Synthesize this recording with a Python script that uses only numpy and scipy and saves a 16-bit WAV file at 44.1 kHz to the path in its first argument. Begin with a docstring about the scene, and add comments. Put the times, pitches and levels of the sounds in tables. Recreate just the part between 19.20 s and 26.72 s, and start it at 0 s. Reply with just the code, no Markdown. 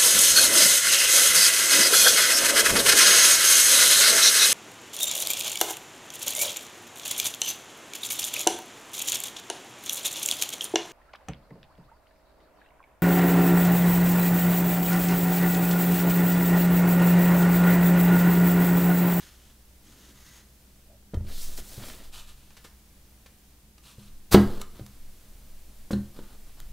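"""Knit gloves brush a stiff cardboard box close to a microphone, over hiss and a faint mains hum.
The box thumps in the hands, its sleeve slides off with a rising whistle, and fingers turn it over.
A plastic blade rips the seal and the box knocks hard on the table; a softer double knock follows.
Rubbing is made of thousands of tiny slips. Each knock is a thud, a crack and a low ring.
A small room echoes the rubs and knocks."""
import sys
import numpy as np
from scipy import signal
from scipy.fft import rfft, irfft
from scipy.io import wavfile

SR = 44100
rng = np.random.default_rng(int(sys.argv[2]) if len(sys.argv) > 2 else 0)


def unload_audio(sound):
    """Save the sound as a 16-bit wav file, at the path given as the first command line argument."""
    columns = np.transpose(np.atleast_2d(sound))
    # keep every value between -1 and 1, then stretch to whole-number steps
    steps = np.round(np.clip(columns, -1, 1) * 32767)
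    wavfile.write(sys.argv[1], SR, steps.astype(np.int16))


N = 331632
TIME = np.arange(N) / SR

# Glove strokes: (start [s], length [s], level [dB], pressure change [dB/s],
# high note [Hz], its relative level [dB], low note [Hz], its relative level [dB])
GLOVE_STROKES = [(-0.03, .12, -49, -63, 3150, -12, 330, -22), (0.093, .22, -62, -7, 3120, -9, 324, -14),
                 (0.624, .28, -61.5, 15, 6500, -14, 280, -4.5),
                 (0.934, 0.25, -60.5, 26, 6520, -9, 1990, -13.5)]
# A fingertip squeaking: (time [s], pitch [Hz], relative level [dB])
FINGER_SQUEAK = [(1.66, 655, -74), (1.70, 600, -65.5), (1.745, 564, -63), (1.79, 570, -87)]
# Fingers shifting on the bare box: (start [s], length [s], level [dB])
FINGER_GRIPS = [(2.815, 0.03, -55), (2.912, 0.087, -47.5), (3.06, 0.037, -54), (3.15, 0.34, -66.5),
                (4.62, 0.095, -54.5), (4.77, 0.11, -60.5)]
# Tones of the hum: (pitch [Hz], level [dB])
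HUM_TONES = [(60, -60), (130, -73), (205, -82.5)]
# How long the room echoes; a fade time is a fall of 60 dB: (frequency [Hz], fade time [s])
ECHO_FADES = [(200, 0.71), (1000, 0.38), (4000, 0.33), (12000, 0.48)]
# Knocks of the box, in the hands or on the table:
# (time [s], strength [dB], hardness as treble cutoff [Hz], ring [dB], bounces [count])
BOX_KNOCKS = [(1.935, -23.5, 200, -5, 0), (1.9423, -30.5, 520, -18, 0), (1.947, -18.5, 89.5, 2.5, 0),
              (1.969, -13, 84, -2, 2), (2.385, -41.5, 700, -1, 0), (2.577, -27, 130, -1.5, 1),
              (2.941, -39, 62, -9, 1), (3.448, -40, 1310, -16, 0), (4.06, -49.5, 900, -11.5, 0),
              (4.781, -34, 135, 2.5, 1), (5.1447, 2, 1010, -0.5, 0), (5.595, -35.5, 900, -2.5, 0),
              (5.61, -26.5, 122, 1, 0), (6.7069, -22.5, 342, 2.5, 0), (6.7309, -13.5, 225, 1.5, 0),
              (6.989, -34, 700, -4.5, 0)]
# Ringing notes of table and box: (pitch [Hz], relative level [dB], fade time [s])
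RING_NOTES = [(80, -9, .3), (123, -13, .3), (160, -21, .3), (203, -1, .26), (276, -17, .27),
              (304, -18, .27), (345, -12, .24), (365, -13, .17), (402, -20, .19), (436, -22, .24),
              (595, -25, .21), (689, -30, .26), (770, -27, .24), (815, -27, .2), (873, -26, .19)]
# Snaps of card edges and blade: (time [s], level [dB], centre pitch [Hz], fade time [s])
EDGE_TICKS = [(1.9422, -42, 3500, 0.033), (2.375, -38, 5000, 0.044), (2.683, -39, 3500, 0.048),
              (2.698, -36.5, 2200, 0.037), (3.304, -49.5, 2980, 0.04), (3.366, -45, 3120, 0.085),
              (3.442, -42.5, 3750, .11), (4.0601, -45.5, 3000, 0.051), (4.58, -48.5, 2800, .038),
              (5.407, -45, 5040, 0.11), (5.4145, -28.5, 5460, 0.023), (5.6635, -39.5, 4530, 0.015),
              (6.708, -38, 5660, 0.13), (6.73, -42, 4200, 0.034), (7.402, -31.5, 9000, 0.0066)]
# Hands swinging the box: (start [s], length [s], level [dB])
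BOX_SWINGS = [(1.97, 0.47, -34), (2.52, 0.57, -43.5), (4.76, .16, -43), (5.2, 0.057, -21.5),
              (5.65, 2.2, -46.5), (7.33, 0.49, -33)]
# The sleeve slides off, catching once: (time [s], hiss level [dB], scrape offset [dB])
SLEEVE_PULL = [(2.04, -72, 6), (2.09, -52, -1.5), (2.23, -41, -20.5), (2.3, -48, -8), (2.362, -48.5, -12),
               (2.382, -40, -17), (2.392, -42, -8), (2.422, -54, -10.5), (2.522, -47, -10.5),
               (2.606, -50, -0.5), (2.676, -46, -5.5), (2.9, -63, -1)]
# The shrinking overlap of sleeve and box whistles: (time [s], pitch [Hz], level [dB])
GAP_WHISTLE = [(2.06, 3400, -83), (2.12, 3700, -55), (2.19, 3950, -51), (2.23, 5600, -53),
               (2.27, 7000, -64), (2.33, 7400, -67)]
# The blade rips the seal once, then drags along the seam: (start [s], length [s], level [dB])
SEAL_RIP = (5.1075, 0.036, -17.5)
SEAM_DRAGS = [(5.25, 0.13, -46), (5.385, 0.018, -45), (5.53, 0.067, -55), (6.93, 0.11, -55),
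              (7.05, 0.1, -57.5), (7.25, 0.0454, -58), (7.36, 0.055, -55)]
# The blade rings as it slips and taps: (time [s], pitch [Hz], level [dB], fade time [s])
BLADE_PINGS = [(5.416, 1250, -42, 0.059), (6.731, 4030, -37.5, 0.043)]
# The tone of each sound, from bass to treble: (frequency [Hz], relative level [dB])
KNIT_TONE = [(100, 1), (650, -6), (1400, -1.5), (1950, -2.5), (2400, -3.5), (3300, 0), (4600, -2.5),
             (6500, -1), (8000, -5), (15000, -11)]
GRIP_TONE = [(100, -21), (400, -1), (800, 3), (1200, 7.5), (2100, -2), (2550, 8), (4100, 9), (5100, 4),
             (8500, 3), (11000, 1), (15500, -6)]
BACKGROUND_TONE = [(15, -29.5), (25, -3.5), (69, -5.5), (96, -9), (136, -8), (169, -16), (204, -5),
                   (233, -16.5), (267, -14.5), (421, -22.5), (509, -23.5), (1170, -30.5), (15500, -31.5)]
ECHO_TONE = [(100, -24), (300, -20), (600, -11), (1000, -5), (1800, -4), (4000, -7.5), (12000, -13)]
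CRACK_TONE = [(100, 18.5), (400, 28), (800, 13), (1200, 9.5), (1800, 6.5), (2400, -4), (3600, 3.5),
              (4200, 3), (5000, -5.5), (15000, -24)]
HANDLING_TONE = [(15, -12.5), (35, 9.5), (80, -10.5), (140, -13), (300, -30), (1000, -79)]
SLIDE_TONE = [(1000, -10), (2500, -4), (4000, 3), (7000, 4.5), (11000, 2.5), (15500, 1.5)]
SCRAPE_TONE = [(40, 21.5), (100, 2), (200, 17.5), (400, 13), (650, 11), (900, 5), (1300, 5.5), (2200, 3),
               (4500, 4.5), (9000, -41)]
RIP_TONE = [(60, 16), (250, 10.5), (600, 0), (1400, 1.5), (2500, -6.5), (4200, -1), (6000, -5),
            (10000, -6.5), (15500, -5.5)]
DRAG_TONE = [(80, 12), (220, 11), (400, 5.5), (800, 0.5), (1280, 0.5), (2200, -9.5), (4000, -3.5),
             (6000, -12), (15500, -14.5)]


def amp(db):
    """Turns decibels into a number to multiply a sound by."""
    return 10 ** (np.asarray(db) / 20)


def unit(x):
    """Scales a sound to an average strength (rms) of 1."""
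    return x / np.sqrt(np.mean(x ** 2) + 1e-20)


def fade(t, fade_time):
    """Falls by 60 dB in each fade time."""
    return np.exp(-np.log(1000) * t / fade_time)


def read(points, hz):
    """Reads between a table's rows, with octaves evenly spaced."""
    frequencies, values = np.transpose(points)
    return np.interp(np.log(hz + 1), np.log(frequencies + 1), values)


def level(times, db):
    """Volume gliding from point to point; silent before and after."""
    return amp(np.interp(TIME, times, db, left=-200, right=-200))


def add(mix, start, sound):
    """Mixes a sound in at a start time in seconds."""
    part = mix[round(start * SR):][:len(sound)]
    part += sound[:len(part)]


def shape(x, tone):
    """Turns each frequency up or down to follow a tone table."""
    hz = np.fft.rfftfreq(len(x), 1 / SR)
    return irfft(rfft(x) * amp(read(tone, hz)), len(x))


def noise(tone, samples=N):
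    """Noise with a given tone, at strength 1."""
    return unit(shape(rng.standard_normal(samples), tone))


def wander(hz):
    """A random wobble, up to about the given rate."""
    slowing = 1 + (np.fft.rfftfreq(N, 1 / SR) / hz) ** 4
    return unit(irfft(rfft(rng.standard_normal(N)) / slowing, N))


def narrow_noise(hz, width_hz, samples=N):
    """Noise filtered twice around one pitch, which may glide."""
    turn = np.exp(2j * np.pi * np.cumsum(hz * np.ones(samples)) / SR)
    decay = np.exp(-np.pi * width_hz / SR)
    x = rng.standard_normal(samples)
    for _ in range(2):
        x = 2 * (turn * signal.lfilter([1 - decay], [1, -decay], x / turn)).real
    return unit(x)


def whistle(rows, width_hz):
    """A breathy note whose pitch and level follow a table."""
    times, hz, db = np.transpose(rows)
    return narrow_noise(np.interp(TIME, times, hz), width_hz) * level(times, db)


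def push(start, length, rise_s, fade_s):
    """Volume of one hand movement: it eases in, holds, then fades."""
    t = TIME - start
    ease_in = np.sin(np.pi / 2 * np.clip(t / rise_s, 0, 1)) ** 2
    return ease_in * fade(np.clip(t - length, 0, 10 * fade_s), fade_s)


def pushes(rows, rise_s, fade_s):
    """Volume of several hand movements together."""
    return sum(amp(db) * push(start, length, rise_s, fade_s) for start, length, db in rows)


def friction(tone, slips_per_s, spread_db, shake_db):
    """Fibres catch and let go: tiny uneven slips, bunched by the shaking hand."""
    sizes = amp(spread_db * np.minimum(rng.exponential(1, N), 4))
    slips = rng.standard_normal(N) * sizes * (rng.random(N) < slips_per_s / SR)
    shake = amp(shake_db * wander(hz=58.7))
    return unit(shape(slips * shake, tone))


def gloves():
    """Soft knit brushes the sleeve, two notes to a stroke; it squeaks once, then grips the box."""
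    knit = friction(KNIT_TONE, slips_per_s=14000, spread_db=0.5, shake_db=-1.3)
    strokes = np.zeros(N)
    for start, length, db, db_per_s, high_hz, high_db, low_hz, low_db in GLOVE_STROKES:
        pressure = amp(db + db_per_s * np.clip(TIME - start, 0, length))
        pressure *= push(start, length, rise_s=0.032, fade_s=0.2)
        high_note = amp(high_db) * narrow_noise(high_hz, width_hz=420)
        low_note = amp(low_db) * narrow_noise(low_hz, width_hz=250)
        strokes += pressure * (knit + high_note + low_note)
    grips = friction(GRIP_TONE, slips_per_s=18000, spread_db=-2, shake_db=-0.5)
    grips *= pushes(FINGER_GRIPS, rise_s=0.034, fade_s=0.23)
    squeak = amp(1) * whistle(FINGER_SQUEAK, width_hz=170)
    return strokes + squeak + grips


def background(dip_db=-2.5, dip_width_s=0.22):
    """Room rumble, a wavering mains hum, and microphone hiss that dips twice and steps up once."""
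    steady = amp(-58) * noise(BACKGROUND_TONE)
    rumble = signal.sosfiltfilt(signal.butter(2, 400, fs=SR, output="sos"), steady)
    hum = sum(amp(db) * unit(np.sin(2 * np.pi * hz * TIME + 0.5 * wander(hz=2.1)))
              for hz, db in HUM_TONES)
    dips = sum(np.exp(-((TIME - middle_s) / dip_width_s) ** 2) for middle_s in (1.85, 4.53))
    step_db = np.interp(TIME, (5.66, 5.5), (2.5, 5))
    hiss = (steady - rumble) * amp(step_db + dip_db * dips)
    return rumble + hiss + hum


def room_echo(sound):
    """Nearby walls return a crowd of echoes; each frequency fades at its own speed."""
    echoes = rng.choice([-1., 1.], SR) * (rng.random(SR) < 0.1)
    echoes *= TIME[:SR] > 0.004  # nothing returns in the first 4 ms
    hz, t, bands = signal.stft(echoes, SR, nperseg=256)
    bands = bands * fade(t, read(ECHO_FADES, hz)[:, None])
    tail = signal.istft(bands, SR, nperseg=256)[1]
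    tail = shape(tail / np.linalg.norm(tail), ECHO_TONE)
    return signal.fftconvolve(sound, tail)[:N]


def blows(gap_s=0.038, bounce_db=-6, bounce_cutoff_hz=95):
    """Lists each knock and the weaker bounces of the rocking box."""
    return [(start + k * gap_s, db + k * bounce_db, bounce_cutoff_hz if k else cutoff_hz, ring_db)
            for start, db, cutoff_hz, ring_db, bounces in BOX_KNOCKS
            for k in range(1 + round(bounces))]


def low_ring(t, build_cycles):
    """Each note of box and table builds as the blow spreads, then dies away."""
    ring = np.zeros(len(t))
    for k, (hz, db, fade_s) in enumerate(RING_NOTES):
        wave = (-1) ** k * np.sin(2 * np.pi * hz * t)  # every other note starts downward
        build = 1 - np.exp(-hz * t / build_cycles)
        ring += amp(db) * wave * build * fade(t, fade_s)
    return ring


def crack(t, cutoff_hz, fade_s=0.032, rise_cycles=0.35, hard_hz=331, db_per_octave=8):
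    """The noisy snap of contact; a soft blow makes it duller, slower and quieter."""
    burst = noise(CRACK_TONE, len(t)) * fade(t, fade_s)
    dulled = signal.lfilter(*signal.butter(1, min(7 * cutoff_hz, SR / 3), fs=SR), burst)
    build = 1 - np.exp(-cutoff_hz * t / rise_cycles)
    db = 0.5 + db_per_octave * min(np.log2(cutoff_hz / hard_hz), 0)
    return amp(db) * dulled * build


def knocks(card_hz=267, thud_cycles=6.6):
    """Each blow gives a dead thud of card and a low ring; a soft one is deeper and rounder."""
    t, out = TIME[:SR], np.zeros(N)
    ring = low_ring(t, build_cycles=5)
    for start, db, cutoff_hz, ring_db in blows():
        cycles = min(card_hz, cutoff_hz) * t
        thud = -np.sin(2 * np.pi * cycles) * fade(cycles, thud_cycles)
        body = signal.lfilter(*signal.butter(2, cutoff_hz, fs=SR), thud + amp(ring_db) * ring)
        add(out, start, amp(db) * (body + crack(t, cutoff_hz)))
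    return out


def ticks(rise_share=0.034):
    """Card edges and blade snap: short, broad bursts of noise that swell and die."""
    t, out = TIME[:SR // 8], np.zeros(N)
    for start, db, hz, fade_s in EDGE_TICKS:
        burst = narrow_noise(hz, width_hz=2.4 * hz, samples=len(t))
        build = 1 - np.exp(-t / (rise_share * fade_s))
        add(out, start, amp(db) * burst * build * fade(t, fade_s))
    return out


def swinging_box(tremble_db=-62):
    """The moving box sways the air slowly, with a low rumble of handling above it."""
    rumble = amp(-13) * noise(HANDLING_TONE)
    sway = narrow_noise(hz=11.15, width_hz=7.1)
    motion = amp(tremble_db) + pushes(BOX_SWINGS, rise_s=0.19, fade_s=0.6)
    return (sway + rumble) * motion


def sleeve():
    """Card slides on card: bright hiss, a low scrape where it sticks, and a rising hollow note."""
    times, hiss_db, scrape_db = np.transpose(SLEEVE_PULL)
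    hiss = friction(SLIDE_TONE, slips_per_s=12000, spread_db=-1.5, shake_db=0.4)
    hiss *= level(times, hiss_db)
    scrape = friction(SCRAPE_TONE, slips_per_s=4500, spread_db=-2, shake_db=2.2)
    scrape *= level(times, hiss_db + scrape_db)
    return hiss + amp(3.5) * scrape + whistle(GAP_WHISTLE, width_hz=1500)


def blade():
    """The blade tears the seal in one burst, drags along the seam and rings when it slips."""
    rip = friction(RIP_TONE, slips_per_s=16000, spread_db=1.5, shake_db=0.5)
    rip *= pushes([SEAL_RIP], rise_s=0.025, fade_s=0.055)
    drag = friction(DRAG_TONE, slips_per_s=4000, spread_db=2.5, shake_db=1.2)
    drag *= pushes(SEAM_DRAGS, rise_s=0.024, fade_s=0.1)
    pings = sum(amp(db) * narrow_noise(hz, width_hz=340) * push(start, 0, rise_s=0.0027, fade_s=fade_s)
                for start, hz, db, fade_s in BLADE_PINGS)
    return rip + drag + pings


def scene():
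    """Everything sits straight ahead; only a trace of hiss differs between left and right."""
    near = gloves() + sleeve() + blade() + ticks() + knocks()
    side_hiss = amp(-64.5) * rng.standard_normal(N)
    centre = near + room_echo(near) + swinging_box() + background()
    return np.array([centre + side_hiss, centre - side_hiss])


def record(dry):
    """The hardest knock overloads the input; then the highest treble is cut away."""
    clipped = np.clip(dry, -1, 1)
    treble_cut = signal.firwin(511, 15750, window=("kaiser", 9), fs=SR)
    return signal.oaconvolve(clipped, treble_cut[None], "same")


dry = scene()
out = record(dry)
unload_audio(out)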